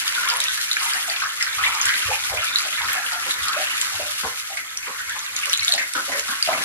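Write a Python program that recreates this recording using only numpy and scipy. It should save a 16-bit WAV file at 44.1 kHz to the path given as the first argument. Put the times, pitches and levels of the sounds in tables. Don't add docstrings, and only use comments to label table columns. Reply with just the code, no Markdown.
import sys
import numpy as np
from scipy import signal
from scipy.fft import rfft, irfft, next_fast_len
from scipy.io import wavfile
from scipy.ndimage import map_coordinates

SR = 44100
rng = np.random.default_rng(int(sys.argv[2]) if len(sys.argv) > 2 else 0)


def inscribe(sig):
    pcm = np.round(np.clip(np.atleast_2d(sig).T, -1, 1) * 32767)
    wavfile.write(sys.argv[1], SR, pcm.astype(np.int16))


N = 292824


def amp(db):
    return 10 ** (np.asarray(db) / 20)


def unit(x):
    return x / np.sqrt(np.mean(x ** 2) + 1e-20)


def along(points, hz):
    f, v = np.transpose(points)
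    return np.interp(np.log(hz + 1), np.log(f + 1), v)


def curves(rows):
    seconds, *columns = np.transpose(rows)
    return [np.interp(np.arange(N) / SR, seconds, column) for column in columns]


def wobble(rate):
    points = rng.standard_normal(int(N * rate / SR) + 4)
    return map_coordinates(points, [np.arange(N) * rate / SR])


def noise():
    return rng.standard_normal((2, N))


def filtered(x, response):
    size = next_fast_len(N + SR // 2)
    hz = np.fft.rfftfreq(size, 1 / SR)
    return irfft(rfft(x, size) * response(hz), size)[..., :N]


def coloured(x, spectrum):
    return unit(filtered(x, lambda hz: amp(along(spectrum, hz))))


def add(track, s, sound):
    start = max(round(s * SR), 0)
    part = sound[:, :max(N - start, 0)]
    track[:, start:start + part.shape[1]] += part


def swells(rows, attack_s, fall_db_per_s):
    t = np.arange(N) / SR
    power = np.zeros(N)
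    for s, db, length in rows:
        rise = np.clip((t - s) / attack_s, 0, 1)
        fall_db = fall_db_per_s * np.maximum(t - s - length, 0)
        power += (rise * amp(db - fall_db)) ** 2
    return np.sqrt(power)


def bubbles(times, hz, gain, cycles, rise, size, count, attack=0.56):
    phase = hz[:, None] * np.arange(size) / SR
    age = phase / cycles
    ring = gain[:, None] * amp(-60 * age) * (1 - np.exp(-phase / attack))
    angle = 2 * np.pi * phase * (1 + rise * np.minimum(age, 1) / 2)
    at = ((times * SR).astype(int)[:, None] + np.arange(size)).ravel()
    lead = rng.choice([-1, 1], (len(hz), 1))
    mid, side = ring * np.sin(angle), lead * ring * np.cos(angle)
    return np.array([np.bincount(at, part.ravel(), count)[:count] for part in (mid, side)])


def burst(low_hz, high_hz, life, size):
    edges = [min(low_hz, SR / 8), min(high_hz, SR / 3)]
    band = signal.butter(3, edges, "band", fs=SR, output="sos")
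    fade = amp(-60 * np.arange(size) / SR / life)
    return signal.sosfilt(band, rng.standard_normal((2, size)) * fade)


# (frequency [Hz], time to fall 60 dB [s])
ECHO_TIME = [(200, 0.16), (700, 0.29), (2000, 0.31), (6000, 0.15), (14000, 0.01)]


def echoed(x, wet_db, wall_db, wall_s=.012):
    hz, t, z = signal.stft(rng.standard_normal((2, SR // 5)), SR, nperseg=256)
    fade = amp(-60 * t / along(ECHO_TIME, hz)[:, None])
    tail = signal.istft(z * fade, SR, nperseg=256)[1]
    answer = amp(wet_db) * tail / np.linalg.norm(tail[0])
    delays = rng.uniform(.001, np.clip(wall_s, .002, .05), size=(2, 8))
    bounces = rng.standard_normal(delays.shape) / np.sqrt(delays.shape[1])
    answer[np.arange(2)[:, None], (delays * SR).astype(int)] += amp(wall_db) * bounces
    answer[:, 0] += 1
    return signal.fftconvolve(x, answer, axes=1) / np.sqrt(np.sum(answer ** 2) / 2)


def in_tub(x, wet_db, wall_db):
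    out = np.zeros((2, N))
    for start in range(0, N, SR // 5):
        add(out, start / SR, echoed(x[:, start:start + SR // 5], wet_db, wall_db))
    return out


# (centre [Hz], width [Hz], gain [dB])
TUB_MODES = [(171, 65, -5.5), (281, 27.7, 3), (373.4, 13.4, 3), (526, 22, 5), (611, 21, 2.5),
             (646, 17, -0.5), (784, 16, 7.5), (1006, 31, 9)]


def tub(hz):
    total = 0
    for k, (centre, width, db) in enumerate(TUB_MODES):
        resonance = 1j * hz * width / (centre ** 2 - hz ** 2 + 1j * hz * width)
        total = total + (-1) ** k * amp(db) * resonance
    return total


# (time [s], level [dB])
SPRAY_LEVEL = [(0, -33), (.65, -33.5), (1.1, -34.5), (1.3, -40), (1.65, -32.5), (2.05, -35), (2.25, -33.5),
               (2.6, -35), (3.2, -35.5), (4.15, -33), (4.45, -38), (4.7, -48), (5.3, -40.5), (5.7, -37),
               (5.9, -39.5), (6.15, -36), (6.38, -37), (6.64, -33.5)]
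# (frequency [Hz], gain [dB])
SPRAY_COLOUR = [(400, -23), (900, -12.5), (1300, 6.5), (2200, 1), (3000, 3.5), (4300, 3), (5400, 1),
                (7000, 0), (8600, -3), (10200, 0), (11300, 0.5), (12200, -3), (12600, -1.5), (15500, -16)]
# (frequency [Hz], gain [dB])
NOZZLE_COLOUR = [(900, -13), (1400, -16), (2150, 11), (3200, -35), (4300, 0.5), (5200, -7.5), (6100, 0.5),
                 (7000, -1.5), (8000, -1), (9000, -7), (10100, -22), (10850, -3), (11150, 5.5),
                 (11500, -0.5), (12200, -1), (13000, -22)]
# (time [s], level [dB], length [s])
FIZZ_EVENTS = [(0.78, -39, 0.32), (3.03, -38.5, 0.041)]
# (frequency [Hz], gain [dB])
FIZZ_COLOUR = [(5000, -25), (9000, 5), (14000, -3.5)]


def spray():
    level_db, = curves(SPRAY_LEVEL)
    nozzles = amp(-42.5) * coloured(noise(), NOZZLE_COLOUR)
    landing = coloured(noise() * amp(2.4 * wobble(900)), SPRAY_COLOUR)
    landing = amp(level_db + 1.97 * wobble(25)) * landing
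    fizz = swells(FIZZ_EVENTS, attack_s=.02, fall_db_per_s=200) * coloured(noise(), FIZZ_COLOUR)
    flutter = amp(0.9 * wobble(70))
    return flutter * (nozzles + landing + fizz)


# (time [s], level [dB])
SPATTER_LEVEL = [(0, -44), (.2, -46), (.33, -39), (.65, -38.5), (.95, -35), (1.3, -43), (1.85, -36),
                 (2.2, -43), (2.65, -36.5), (3.15, -42), (3.55, -41), (4.1, -46), (4.65, -50), (5.3, -44.5),
                 (5.6, -38), (5.75, -43), (5.9, -65), (6.64, -46)]
# (frequency [Hz], gain [dB])
SPATTER_COLOUR = [(600, -36), (1500, 4), (2800, 8), (4200, 8), (7000, 4), (9000, -1), (11800, -1),
                  (12800, -8), (15500, -20)]
SHOWER_DB, SHOWER_S, SHOWER_FALL_DB_PER_S = -16.5, 0.032, 148


def spatter(count=1300):
    level_db, = curves(SPATTER_LEVEL)
    thrown = [(s, crack_db + SHOWER_DB, SHOWER_S) for s, _, _, crack_db in NEAR_DROPS]
    showers = swells(thrown, attack_s=0.0027, fall_db_per_s=SHOWER_FALL_DB_PER_S)
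    when, pitch, weight = rng.random((count, 3)).T
    hz = 1500 * 8 ** pitch
    gain = amp(np.minimum(-5 * np.log(1 - weight), 11.5)) * np.sqrt(hz)
    ticks = bubbles(when * N / SR, hz, gain, cycles=10, rise=0, size=220, count=N, attack=3)
    ticks = in_tub(ticks, wet_db=-9, wall_db=-5)
    ticks = coloured(ticks * amp(2.5 * wobble(40)), SPATTER_COLOUR)
    return np.hypot(amp(level_db), showers) * ticks


# (time [s], level [dB])
RUNOFF_LEVEL = [(0, -32), (.27, -28), (.62, -38.5), (.92, -31.5), (1.35, -37.5), (1.6, -31.5), (1.92, -27),
                (2.15, -33), (2.92, -32), (3.25, -32), (3.7, -30.5), (4.1, -36.5), (4.85, -40.5),
                (5.6, -35), (5.92, -45.5), (6.15, -36.5), (6.45, -35.5), (6.64, -33)]
# (frequency [Hz], gain [dB])
TRICKLE_COLOUR = [(300, -44), (700, -41), (950, -9.5), (1300, 0), (2200, 0), (2800, 1.5), (4000, 6.5),
                  (8000, -28), (14000, -55)]


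def trickle(count=2400):
    flow_db, = curves(RUNOFF_LEVEL)
    jitter, weight = rng.random((2, count))
    when = (np.arange(count) + 2 * jitter) / count
    hz = np.clip(1650 * np.exp(0.3484 * rng.standard_normal(count)), 700, 3600)
    gain = amp(np.minimum(-4.5 * np.log(1 - weight), 10))
    plinks = bubbles(when * N / SR, hz, gain, cycles=24.7, rise=0.096, size=900, count=N)
    plinks = coloured(in_tub(plinks, wet_db=-4, wall_db=-2.5), TRICKLE_COLOUR)
    return amp(flow_db - 0.5 + 1.2 * wobble(23.91)) * plinks


# (time [s], level [dB], length [s])
FLOOR_THUMPS = [(1.57, -52, 0.16), (1.85, -54, 0.028), (2.052, -41, 0.047), (2.305, -43.5, 0.071),
                (2.8, -51.5, 0.11), (3.41, -49, 0.029), (3.93, -53, 0.11), (4.235, -45, 0.03),
                (5.59, -47, .03)]
# (time [s], level [dB], length [s])
SIDE_SLOPS = [(1.6, -54, 0.089), (2.31, -47, 0.04), (2.85, -49, 0.13), (3.26, -42.5, 0.038),
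              (3.99, -44, .03), (4.23, -35.5, 0.03), (4.87, -50, 0.041), (5.75, -44, 0.06),
              (5.95, -38, 0.039), (6.085, -41, 0.063), (6.28, -48, 0.031), (6.475, -37.5, 0.14)]
# (frequency [Hz], gain [dB])
BOOM_COLOUR = [(20, -66), (40, -46), (54, -29), (65, 1.5), (75, -1), (110, 1.5), (160, -32), (400, -65)]
KNOCK_ATTACK_S, BOOM_FALL_DB_PER_S, RING_FALL_DB_PER_S = 0.0059, 220, 222
BOOM_BED_DB = -64
FLOOR_HZ, FLOOR_DB = 65.3, -4.5
RING_BED_DB = -20.5


def shell():
    flow_db, = curves(RUNOFF_LEVEL)
    thumps = swells(FLOOR_THUMPS, KNOCK_ATTACK_S, BOOM_FALL_DB_PER_S)
    slops = swells(SIDE_SLOPS, KNOCK_ATTACK_S, RING_FALL_DB_PER_S)
    booming = np.hypot(amp(BOOM_BED_DB + 2.5 * wobble(25)), thumps)
    ringing = np.hypot(amp(flow_db + RING_BED_DB), slops)
    floor_mode = np.sin(2 * np.pi * FLOOR_HZ * np.arange(N) / SR + 2.0 * wobble(6.2))
    boom = unit(coloured(noise(), BOOM_COLOUR) + amp(FLOOR_DB) * floor_mode)
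    ring = unit(filtered(noise() * amp(2.0 * wobble(40)), tub))
    return booming * boom + ringing * ring


SPLAT_S = 0.0047


def splat(x):
    return x * np.sqrt(2 * SPLAT_S * SR / np.sum(x ** 2))


# (time [s], bubble level [dB], bubble starting pitch [Hz], crack level [dB])
NEAR_DROPS = [(0.0782, -28, 2870, -26.5), (0.2876, -33, 10500, -26), (0.3, -23.5, 4700, -32),
              (0.369, -28.5, 9600, -34), (0.4023, -23, 3580, -23), (0.4398, -30, 5730, -27.5),
              (0.4834, -24, 3550, -35), (0.7137, -20, 3790, -32), (0.731, -35, 3960, -29),
              (0.7677, -23.5, 2260, -33), (0.935, -28, 4670, -41), (1.0988, -27, 4300, -38),
              (1.4255, -25, 4940, -25.5), (1.814, -22, 6130, -34), (1.8553, -26, 7130, -24),
              (2.4438, -33.5, 8140, -33), (2.5584, -17, 3800, -34), (2.5854, -24.5, 4440, -28),
              (2.931, -27, 11500, -32), (3.309, -21.5, 3670, -38), (3.483, -29.5, 4000, -26),
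              (3.778, -32, 2380, -34), (3.8139, -24.5, 7060, -25), (4.5717, -28, 2040, -34),
              (4.773, -26.5, 5550, -32), (5.095, -41, 6960, -33), (5.192, -33.5, 6240, -37),
              (5.364, -26.5, 6400, -28), (5.434, -29, 2620, -38), (5.4568, -37, 2800, -26),
              (5.4964, -27.5, 5400, -32), (5.531, -22.5, 2950, -23.5), (5.5368, -18.5, 3740, -38),
              (5.5481, -28, 3500, -40), (5.5746, -29.0, 6570, -29.5), (5.5944, -23.5, 3930, -44),
              (5.631, -27.5, 3870, -30), (5.647, -27, 6640, -30), (5.6803, -18.5, 3500, -28),
              (5.692, -29, 3900, -36), (5.7222, -17.5, 4000, -26), (5.7377, -25, 3640, -22),
              (5.936, -35, 5160, -29), (6.195, -31, 6760, -26), (6.426, -19.5, 4560, -24)]


def drops():
    out = np.zeros((2, N))
    t = np.arange(600) / SR
    swell = 1 - np.exp(-(t / .0008) ** 2)
    for s, bubble_db, hz, crack_db in NEAR_DROPS:
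        ping = bubbles(np.zeros(1), np.array([hz]), np.ones(1), cycles=24, rise=.2, size=len(t), count=len(t))
        spectrum = rfft(burst(2000, 10000, life=.008, size=len(t)))
        places = np.linspace(0, 13, spectrum.shape[1])
        colour_db = 3.5 * map_coordinates(rng.standard_normal(14), [places])
        crack = irfft(spectrum * amp(colour_db)) * np.linspace(1, 0, len(t))
        drop = amp(bubble_db) * splat(ping * swell) + amp(crack_db) * splat(crack * swell)
        add(out, s, echoed(drop, wet_db=-7.5, wall_db=-10))
    return out


# (time [s], level [dB], starting pitch [Hz], life [cycles], pitch rise over that life [share])
LARGE_BUBBLES = [(0.177, -17, 1440, 120, 0), (0.768, -9, 1600, 23, 0.1), (0.967, -17, 1820, 55, 0.1),
                 (1.219, -14, 1535, 53, 0.035), (1.6366, -12, 1855, 95, 1.0), (1.6645, -13.5, 2315, 77, 0),
                 (1.866, -14.5, 1427, 80, 0.99), (2.112, -18, 820, 70, 0.18), (2.373, -17.5, 2190, 85, 1),
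                 (3.565, -23, 602, 65, 0.14), (5.622, -20.5, 2214, 200, 0), (6.486, -16.5, 640, 47, 0.16)]


def plops():
    out = np.zeros((2, N))
    size = SR // 10
    for s, db, hz, cycles, rise in LARGE_BUBBLES:
        ring = bubbles(np.zeros(1), np.array([hz]), np.ones(1), cycles, rise, size=size, count=size, attack=0.93)
        add(out, s, amp(db) * echoed(ring, wet_db=-8, wall_db=-16.5))
    return out


# (time [s], level [dB], leading bubble's starting pitch [Hz], nominal length [s])
GUSHES = [(0.222, -27, 1380, 0.062), (0.313, -29, 976, 0.055), (0.319, -44, 593, 0.096),
          (0.574, -28.5, 1670, 0.022), (0.811, -32, 1060, 0.077), (0.943, -38, 815, 0.048),
          (0.92, -30, 1414, 0.059), (1.078, -37, 780, 0.06), (1.114, -33.5, 2550, 0.096),
          (1.221, -25.5, 1390, 0.051), (1.406, -22.5, 2110, 0.02), (1.464, -24, 1600, 0.014),
          (1.584, -26.5, 1230, 0.092), (1.629, -27.5, 3100, 0.036), (1.656, -33, 988, 0.092),
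          (1.749, -30.5, 1153, 0.074), (1.884, -25, 1950, 0.073), (2.083, -32, 547, 0.034),
          (2.103, -27, 850, 0.029), (2.128, -25, 2430, 0.017), (2.297, -32, 870, 0.037),
          (2.321, -31, 647, 0.06), (2.421, -26, 1420, 0.028), (2.648, -36, 657, 0.03),
          (2.776, -28.5, 1990, .035), (2.808, -31.5, 1027, 0.04), (2.883, -22.5, 1810, 0.016),
          (2.952, -33, 770, 0.039), (3.028, -26, 1650, .018), (3.121, -35, 804, 0.048),
          (3.474, -28, 1290, 0.087), (3.572, -31, 624, 0.036), (3.697, -30, 2600, 0.024),
          (3.859, -34, 1270, 0.05), (3.919, -41.5, 800, 0.041), (3.994, -31, 615, 0.031),
          (4.233, -33, 1470, 0.022), (4.234, -28, 1030, 0.034), (4.237, -34.5, 486, 0.04),
          (4.5, -36.5, 710, 0.038), (4.573, -28, 2030, 0.018), (4.829, -38, 2450, 0.06),
          (4.868, -31, 1200, 0.042), (4.87, -42, 490, 0.036), (4.985, -29.5, 1690, 0.033),
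          (5.103, -32, 1700, 0.053), (5.153, -33.5, 980, 0.041), (5.429, -28, 2500, 0.023),
          (5.454, -33.5, 1275, 0.037), (5.461, -44.5, 540, 0.032), (5.685, -43, 690, 0.043),
          (5.733, -30.5, 654, 0.038), (5.779, -23, 1880, .042), (5.951, -23, 1444, 0.046),
          (5.953, -43.5, 282, 0.051), (6.08, -33, 555, 0.095), (6.119, -27, 1980, 0.048),
          (6.283, -28, 1373, 0.053), (6.284, -43.5, 242, 0.043), (6.461, -30, 2720, 0.019),
          (6.475, -24, 682, 0.053), (6.487, -26, 1260, 0.077), (6.529, -24.5, 2070, 0.016)]


def splashes(count=12):
    out = np.zeros((2, N))
    turn = np.linspace(0, 1, count)
    size = SR // 6
    for s, db, hz, length in GUSHES:
        times = length * turn * rng.uniform(.7, 1.3, count)
        chance = rng.standard_normal((2, count)) * (turn > 0)
        gain = amp(2.4 * chance[0] - 4.7 * turn + 1.3 * (turn == 0))
        spread = 0.12 * min(hz / 1400, 1) ** 0.3
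        pitches = hz * np.exp(spread * chance[1])
        cluster = bubbles(times, pitches, gain, cycles=29.7, rise=0.066, size=2600, count=size, attack=0.84)
        slap = amp(-12) * unit(burst(.8 * hz, 4 * hz, life=3 * length, size=size))
        gush = echoed(unit(cluster) + slap, wet_db=-5, wall_db=-6)
        add(out, s, amp(db - 1.5) * gush * np.sqrt(2 * length * SR / np.sum(gush ** 2)))
    return out + amp(-12.5) * filtered(out, tub)


# (frequency [Hz], gain [dB])
SIDE_GAIN = [(60, -43), (180, -15), (350, -12), (700, -9), (1000, -5), (1400, -2), (2000, 2), (2500, 4.5),
             (5000, 5.5), (9500, 6.5), (14000, 6.5)]


def scene():
    mid, side = spray() + spatter() + trickle() + shell() + drops() + plops() + splashes()
    side = filtered(side, lambda hz: amp(along(SIDE_GAIN, hz)))
    return np.array([mid + side, mid - side])


TOP_HZ = 15750


def record(dry):
    treble = [(12100, 0.0), (12400, -3.5), (15500, -18.0)]  # (frequency [Hz], gain [dB])
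    return filtered(dry, lambda hz: amp(along(treble, hz)) * (hz < TOP_HZ))


dry = scene()
out = record(dry)
inscribe(out)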